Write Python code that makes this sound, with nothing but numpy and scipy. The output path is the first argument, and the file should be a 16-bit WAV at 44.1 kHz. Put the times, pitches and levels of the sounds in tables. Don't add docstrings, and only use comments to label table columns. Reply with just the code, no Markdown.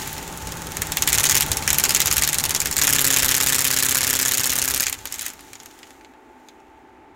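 import sys
import numpy as np
from scipy import signal
from scipy.fft import rfft, irfft
from scipy.io import wavfile
from scipy.ndimage import uniform_filter1d

SR = 44100
rng = np.random.default_rng(int(sys.argv[2]) if len(sys.argv) > 2 else 0)


def wrap_up_sound(samples):
    columns = np.atleast_2d(samples).T
    tamed = np.clip(columns, -1, 1)
    steps = np.round(tamed * 32767).astype(np.int16)
    wavfile.write(sys.argv[1], SR, steps)


N = 315315
TIME_S = np.arange(N) / SR

# (lean at contact [1], level [dB], treble lift [dB])
VANES = [(0.3, -0.5, 2.5), (1.7, -2, 0), (0.46, -3.5, 0.5), (0.57, -3, 0), (0.63, -3.5, 2.5), (1.5, 0, 2.5),
         (1.6, 2.5, 0), (0.65, -2, -2)]
# (time [s], speed [turns/s])
SPEED_RPS = [(0, 16.33), (.2, 20.73), (.93, 19.79), (1.25, 17.58), (1.61, 18.88), (1.94, 18.17),
             (2.28, 18.42), (2.83, 18.21), (3.01, 16.82), (3.89, 16.44), (4.67, 16.4), (4.91, 16.75),
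             (5.05, 14.71), (7.15, 8.5)]
# (time [s], lean [0-1])
LEAN = [(0, 0), (.68, 0.06), (.92, 0.26), (1.03, .39), (1.13, 0.54), (1.36, 0.62), (1.5, 0.37),
        (1.72, 0.42), (2.22, 0.53), (2.34, 0.47), (2.77, 0.49), (2.86, .93), (4.8, 0.93), (4.87, 0.46),
        (4.96, 0.29), (5.26, 0.61), (5.34, 0.05)]
# (time [s], lean change [1])
SWAYS = [(.5, 0.21), (.81, 0.07), (.88, -.13), (.92, -0.054), (1.04, -0.13), (1.462, -.3), (1.575, -.17),
         (1.625, -.24), (1.67, -.17), (2.71, -0.27), (4.99, -0.25)]
# (time [s], level [dB])
SLAP_DB = [(0, -3), (.3, -10), (1.1, -9), (2, -8), (2.6, -13.5), (2.9, -9.5), (4.85, -14), (5.05, -21.5),
           (5.3, -20), (5.9, -25), (6.15, -39), (6.48, -37.5), (7.15, -46)]
# (time [s], level [dB], treble lift [dB])
SINGLE_HITS = [(.0747, -18, 26), (.129, -20, 29), (1.0747, -2, 5), (1.7029, -1.5, 2), (4.8965, -11, 9),
               (5.3015, -23, 2), (5.3921, -29, -8), (5.5319, -24.5, -2), (5.5534, -27, -9),
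               (5.6008, -26.5, -14), (5.6586, -25.5, 1), (5.8305, -25.5, -15), (5.906, -30, 1),
               (6.0103, -33, -11), (6.047, -31.5, -9), (6.1367, -35, -10), (6.4858, -31, -3),
               (6.602, -35.5, -7)]
# (frequency [Hz], relative gain [dB])
FOIL_DB = [(200, -17), (650, -8), (1100, -4), (1700, -2), (2300, -1), (3300, -1), (4800, -1), (6000, 0.5),
           (7300, 6.5), (8500, 1.5), (10000, 4), (11700, -1), (13500, -0.5), (15800, -4.5)]
# (frequency [Hz], width [Hz], lift [dB])
FOIL_MODES = [(1710, 330, 1.5), (5490, 160, 5.5), (6600, 700, 3.5), (13350, 1400, 6.5)]
# (frequency [Hz], relative density [dB])
HISS_DB = [(700, -29), (1200, 2), (1750, 3), (2400, 2.5), (3900, 0.5), (5000, -3), (6900, 4.5),
           (8500, -3.5), (10000, -3.5), (11700, -8), (13400, -4), (15800, -9.5)]
# (time [s], hiss lift [dB])
RUSTLES = [(5.14, 4), (5.26, 7.5), (6.48, 4)]
# (multiple of vane rate [1], level re full slap [dB])
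THROB_OVERTONES = [(2, -35), (3, -38.5), (4, -37.5)]
# (time [s], level [dB])
WIND_DB = [(0, -3.5), (1.4, 1.5), (2.6, -1.5), (3.2, -1.5), (4.7, -7.5), (5.1, -17), (5.5, -20),
           (6.2, -30.5), (7.15, -24.5)]
# (frequency [Hz], relative density [dB])
RUSH_DB = [(60, 0.5), (150, 2.5), (400, 0), (550, -3.5), (700, -7.5), (1000, -4.5), (1600, -5.5),
           (3000, -28), (8000, -45)]
# (frequency [Hz], relative density [dB])
BUFFET_DB = [(15, -39.5), (26, -18.5), (36, -9), (62, 17), (80, 8.5), (100, 13.5), (150, -17), (300, -37.5),
             (800, -59.5)]
# (time [s], lift [dB])
GUSTS = [(.48, 1.5), (1.61, 3), (2.15, 9.5), (3.95, 4), (4.2, 5), (4.62, 6), (5.02, 8)]
# (frequency [Hz], relative density [dB])
ROAR_DB = [(20, -25), (60, -1.5), (100, -15), (180, -21), (250, 4.5), (330, 3.5), (400, 2.5), (470, -6.5),
           (650, -8), (850, -4.5), (1050, -8), (2200, -12), (4500, -30.5), (15000, -48)]
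# (frequency [Hz], level [dB])
WHINE_TONES = [(388, -56), (528, -62.5), (662, -58.5), (748, -56.5), (781, -56.5), (797, -52.5), (848, -56),
               (865, -55), (872, -49.5), (899, -51)]
# (time [s], gain [dB])
WHINE_DB = [(0, 2.5), (.7, 0.5), (1.3, 5.5), (2.2, 3.5), (3, -2.5), (4.8, -6), (5.4, -11), (6.2, -9.5),
            (7.15, -8.5)]
# (frequency [Hz], gain [dB])
ROOM_DB = [(300, -3.5), (1200, -8), (2500, -1.5), (4500, -3.5), (7000, -9), (10000, -16.5), (15000, -21)]
# (frequency [Hz], T60 [s])
ROOM_T60_S = [(300, 0.32), (2000, 0.06), (7000, 0.04), (15000, 0.071)]


def rattle(pressed_lean=0.7):
    slaps = vane_passes()
    pressed = curve(LEAN, slaps[:, 0]) > pressed_lean
    close = cracks(slaps[pressed], level_db=-0.6, buckle_s=0.0032, snap_s=0.0023)
    free = cracks(slaps[~pressed], level_db=-0.5, buckle_s=0.0038, snap_s=0.0019)
    direct = vane_ring(close, hz=1730, width_hz=200, share=0.62)
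    direct += vane_ring(free, hz=2030, width_hz=500, share=0.49)
    direct += cracks(SINGLE_HITS, level_db=-8, buckle_s=0.0031, snap_s=0.0016, soft_db=-23)
    return direct + room(direct) + knocks(slaps[pressed])


def vane_passes(jitter_s=0.00015, flap_lean=0.02, scatter_db=1.3, bright_db=2.55, dull_below_db=-26):
    angle_turns = turns()
    passes = np.arange(int(angle_turns[-1] * len(VANES)))
    at_s = np.interp(passes / len(VANES), angle_turns, TIME_S)
    contact_lean, vane_db, treble_db = np.array(VANES)[passes % len(VANES)].T
    late, force, bright, bend = rng.standard_normal((len(at_s), 4)).T
    shortfall = contact_lean + flap_lean * bend - np.interp(at_s, TIME_S, lean())
    full_db = curve(SLAP_DB, at_s)
    db = full_db + vane_db + contact_db(shortfall) + scatter_db * force
    dull_db = 0.55 * np.maximum(dull_below_db - full_db, 0)
    return np.column_stack([at_s + jitter_s * late, db, treble_db - dull_db + bright_db * bright])


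def turns(start_turns=-0.2885):
    return start_turns + np.cumsum(curve(SPEED_RPS)) / SR


def lean():
    return curve(LEAN) + swells(SWAYS, width_s=0.02)


def contact_db(shortfall, graze_db_per_lean=77.5):
    return -graze_db_per_lean * np.maximum(shortfall, 0)


def cracks(hits, level_db, buckle_s, snap_s, soft_db=-36, size=1024):
    rise_s, tail_s, energy_span_s = 0.0004, 0.008, 0.0034
    tail_db, colour_spread_db, spiky_db = -17, 1.5, 3.0
    hz = np.fft.rfftfreq(size, 1 / SR)
    treble = (1 + np.tanh((hz - 8500) / 2500)) / 2
    octaves = np.log2(1 + hz / 2500)
    out = np.zeros(N)
    for at_s, db, treble_db in hits:
        softness_db = max(soft_db - db, 0)
        t = np.arange(size) / SR * (1 + 0.051 * softness_db)
        attack = 1 - np.exp(-t / rise_s)
        tail = amp(tail_db) * np.exp(-t / tail_s)
        body, snap = (attack * (np.exp(-(t / fall_s) ** 2) + tail) for fall_s in (buckle_s, snap_s))
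        crinkle, creases, spikes = rng.standard_normal((3, size))
        crinkle *= amp(spiky_db * unit(uniform_filter1d(spikes, size=14)))
        spectrum = rfft(crinkle * body) * (1 - treble) + rfft(crinkle * snap) * treble
        colour_db = colour_spread_db * unit(uniform_filter1d(creases, size=30))[:len(hz)]
        colour_db += treble_db * treble - softness_db * octaves
        crack = np.sqrt(energy_span_s * SR / size) * unit(irfft(spectrum * amp(colour_db)))
        add(out, at_s, amp(db + level_db) * crack)
    return foil_ring(out)


def foil_ring(x, size=2048):
    hz = abs(np.fft.fftfreq(size, 1 / SR))
    modes_db = sum(db / (1 + (2 * (hz - mode_hz) / width_hz) ** 2) for mode_hz, width_hz, db in FOIL_MODES)
    log_gain = np.log(unit(amp(shape(FOIL_DB, hz) + modes_db)))
    impulse = np.fft.ifft(np.exp(signal.hilbert(log_gain).conj())).real
    return signal.oaconvolve(x, impulse[:size // 2])[:N]


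def vane_ring(x, hz, width_hz, share):
    return x + share * signal.lfilter(*signal.iirpeak(hz, hz / width_hz, fs=SR), x)


def knocks(hits, level_db=-9.5, push_s=0.00059, size=512):
    u = np.arange(size) / SR / push_s
    push = u * (2 - u) * np.exp(-u)
    out = np.zeros(N)
    for at_s, db, _ in hits:
        add(out, at_s, amp(db + level_db) * push)
    return out


def vane_hiss(level_db=-30, db_per_lean=11, swing_db=0.5, crinkle_db=1.6):
    swing = np.cos(2 * np.pi * turns())
    db = level_db + curve(SLAP_DB) + db_per_lean * curve(LEAN) + swells(RUSTLES, width_s=0.057)
    return noise(HISS_DB) * amp(db + swing_db * swing + crinkle_db * drift(rate_hz=250))


def throb(level_db=-43, close_lean=0.8, waver_db=1.5, flex_rad=0.32):
    phase_rad = 2 * np.pi * len(VANES) * turns() + flex_rad * drift(rate_hz=27)
    overtones = sum(amp(db + waver_db * drift(rate_hz=42)) * np.cos(k * phase_rad)
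                    for k, db in THROB_OVERTONES)
    tone = amp(level_db + 1.4 * curve(WIND_DB) + waver_db * drift(rate_hz=14)) * np.cos(phase_rad)
    sharpness = amp(curve(SLAP_DB) + contact_db(close_lean - lean()))
    return np.sqrt(2) * (tone + sharpness * overtones)


def air_stream(rush_db=-36, buffet_db=-41, waver_db=1, lump_db=4):
    wind_db = curve(WIND_DB)
    rush = noise(RUSH_DB) * amp(rush_db + wind_db + waver_db * drift(rate_hz=12))
    gusty_db = buffet_db + 1.05 * wind_db + swells(GUSTS, width_s=0.097)
    return rush + noise(BUFFET_DB) * amp(gusty_db + lump_db * drift(rate_hz=17))


def blower(roar_db=-51, speed_waver=0.0018, waver_db=1.3):
    motor_s = np.cumsum(1 + speed_waver * drift(rate_hz=8.7)) / SR
    whine = sum(amp(db + waver_db * drift(rate_hz=6)) * np.sin(2 * np.pi * (hz * motor_s + rng.random()))
                for hz, db in WHINE_TONES)
    return amp(roar_db) * noise(ROAR_DB) + np.sqrt(2) * whine * amp(curve(WHINE_DB))


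def room(x, size=128, hop=32, lag_frames=5):
    framing = dict(fs=SR, nperseg=size, noverlap=size - hop)
    hz, _, bands = signal.stft(x, **framing)
    power_kept = amp(-120 * hop / SR / shape(ROOM_T60_S, hz))
    power = np.array([signal.lfilter([0] * lag_frames + [1 - kept], [1, -kept], abs(band) ** 2)
                      for kept, band in zip(power_kept, bands)])
    scatter = signal.stft(rng.standard_normal(N), **framing)[2]
    tail = scatter / scatter.std() * np.sqrt(power) * amp(shape(ROOM_DB, hz))[:, None]
    return signal.istft(tail, **framing)[1][:N]


def amp(db):
    return 10 ** (np.asarray(db) / 20)


def unit(x):
    return x / np.sqrt(np.mean(x ** 2) + 1e-20)


def curve(points, at_s=TIME_S):
    return np.interp(at_s, *np.transpose(points))


def shape(points, hz):
    point_hz, value = np.transpose(points)
    return np.interp(np.log(hz + 1), np.log(point_hz + 1), value)


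def swells(rows, width_s):
    return sum(height * np.exp(-((TIME_S - at_s) / width_s) ** 2) for at_s, height in rows)


def noise(spectrum_db):
    hz = np.fft.rfftfreq(N, 1 / SR)
    return unit(irfft(rfft(rng.standard_normal(N)) * amp(shape(spectrum_db, hz)), N))


def drift(rate_hz):
    hz = np.fft.rfftfreq(N, 1 / SR)
    return unit(irfft(rfft(rng.standard_normal(N)) / (1 + (hz / rate_hz) ** 4), N))


def add(mix, at_s, sound):
    part = mix[max(round(at_s * SR), 0):][:len(sound)]
    part += sound[:len(part)]


def scene():
    return (rattle() + vane_hiss() + throb() + air_stream() + blower())[None]


def record(dry):
    ceiling, cutoff_hz = 0.85, 15950
    lowpass = signal.firwin(511, cutoff_hz, window=("kaiser", 9), fs=SR)
    return signal.oaconvolve(ceiling * np.tanh(dry / ceiling), lowpass[None], "same")


dry = scene()
out = record(dry)
wrap_up_sound(out)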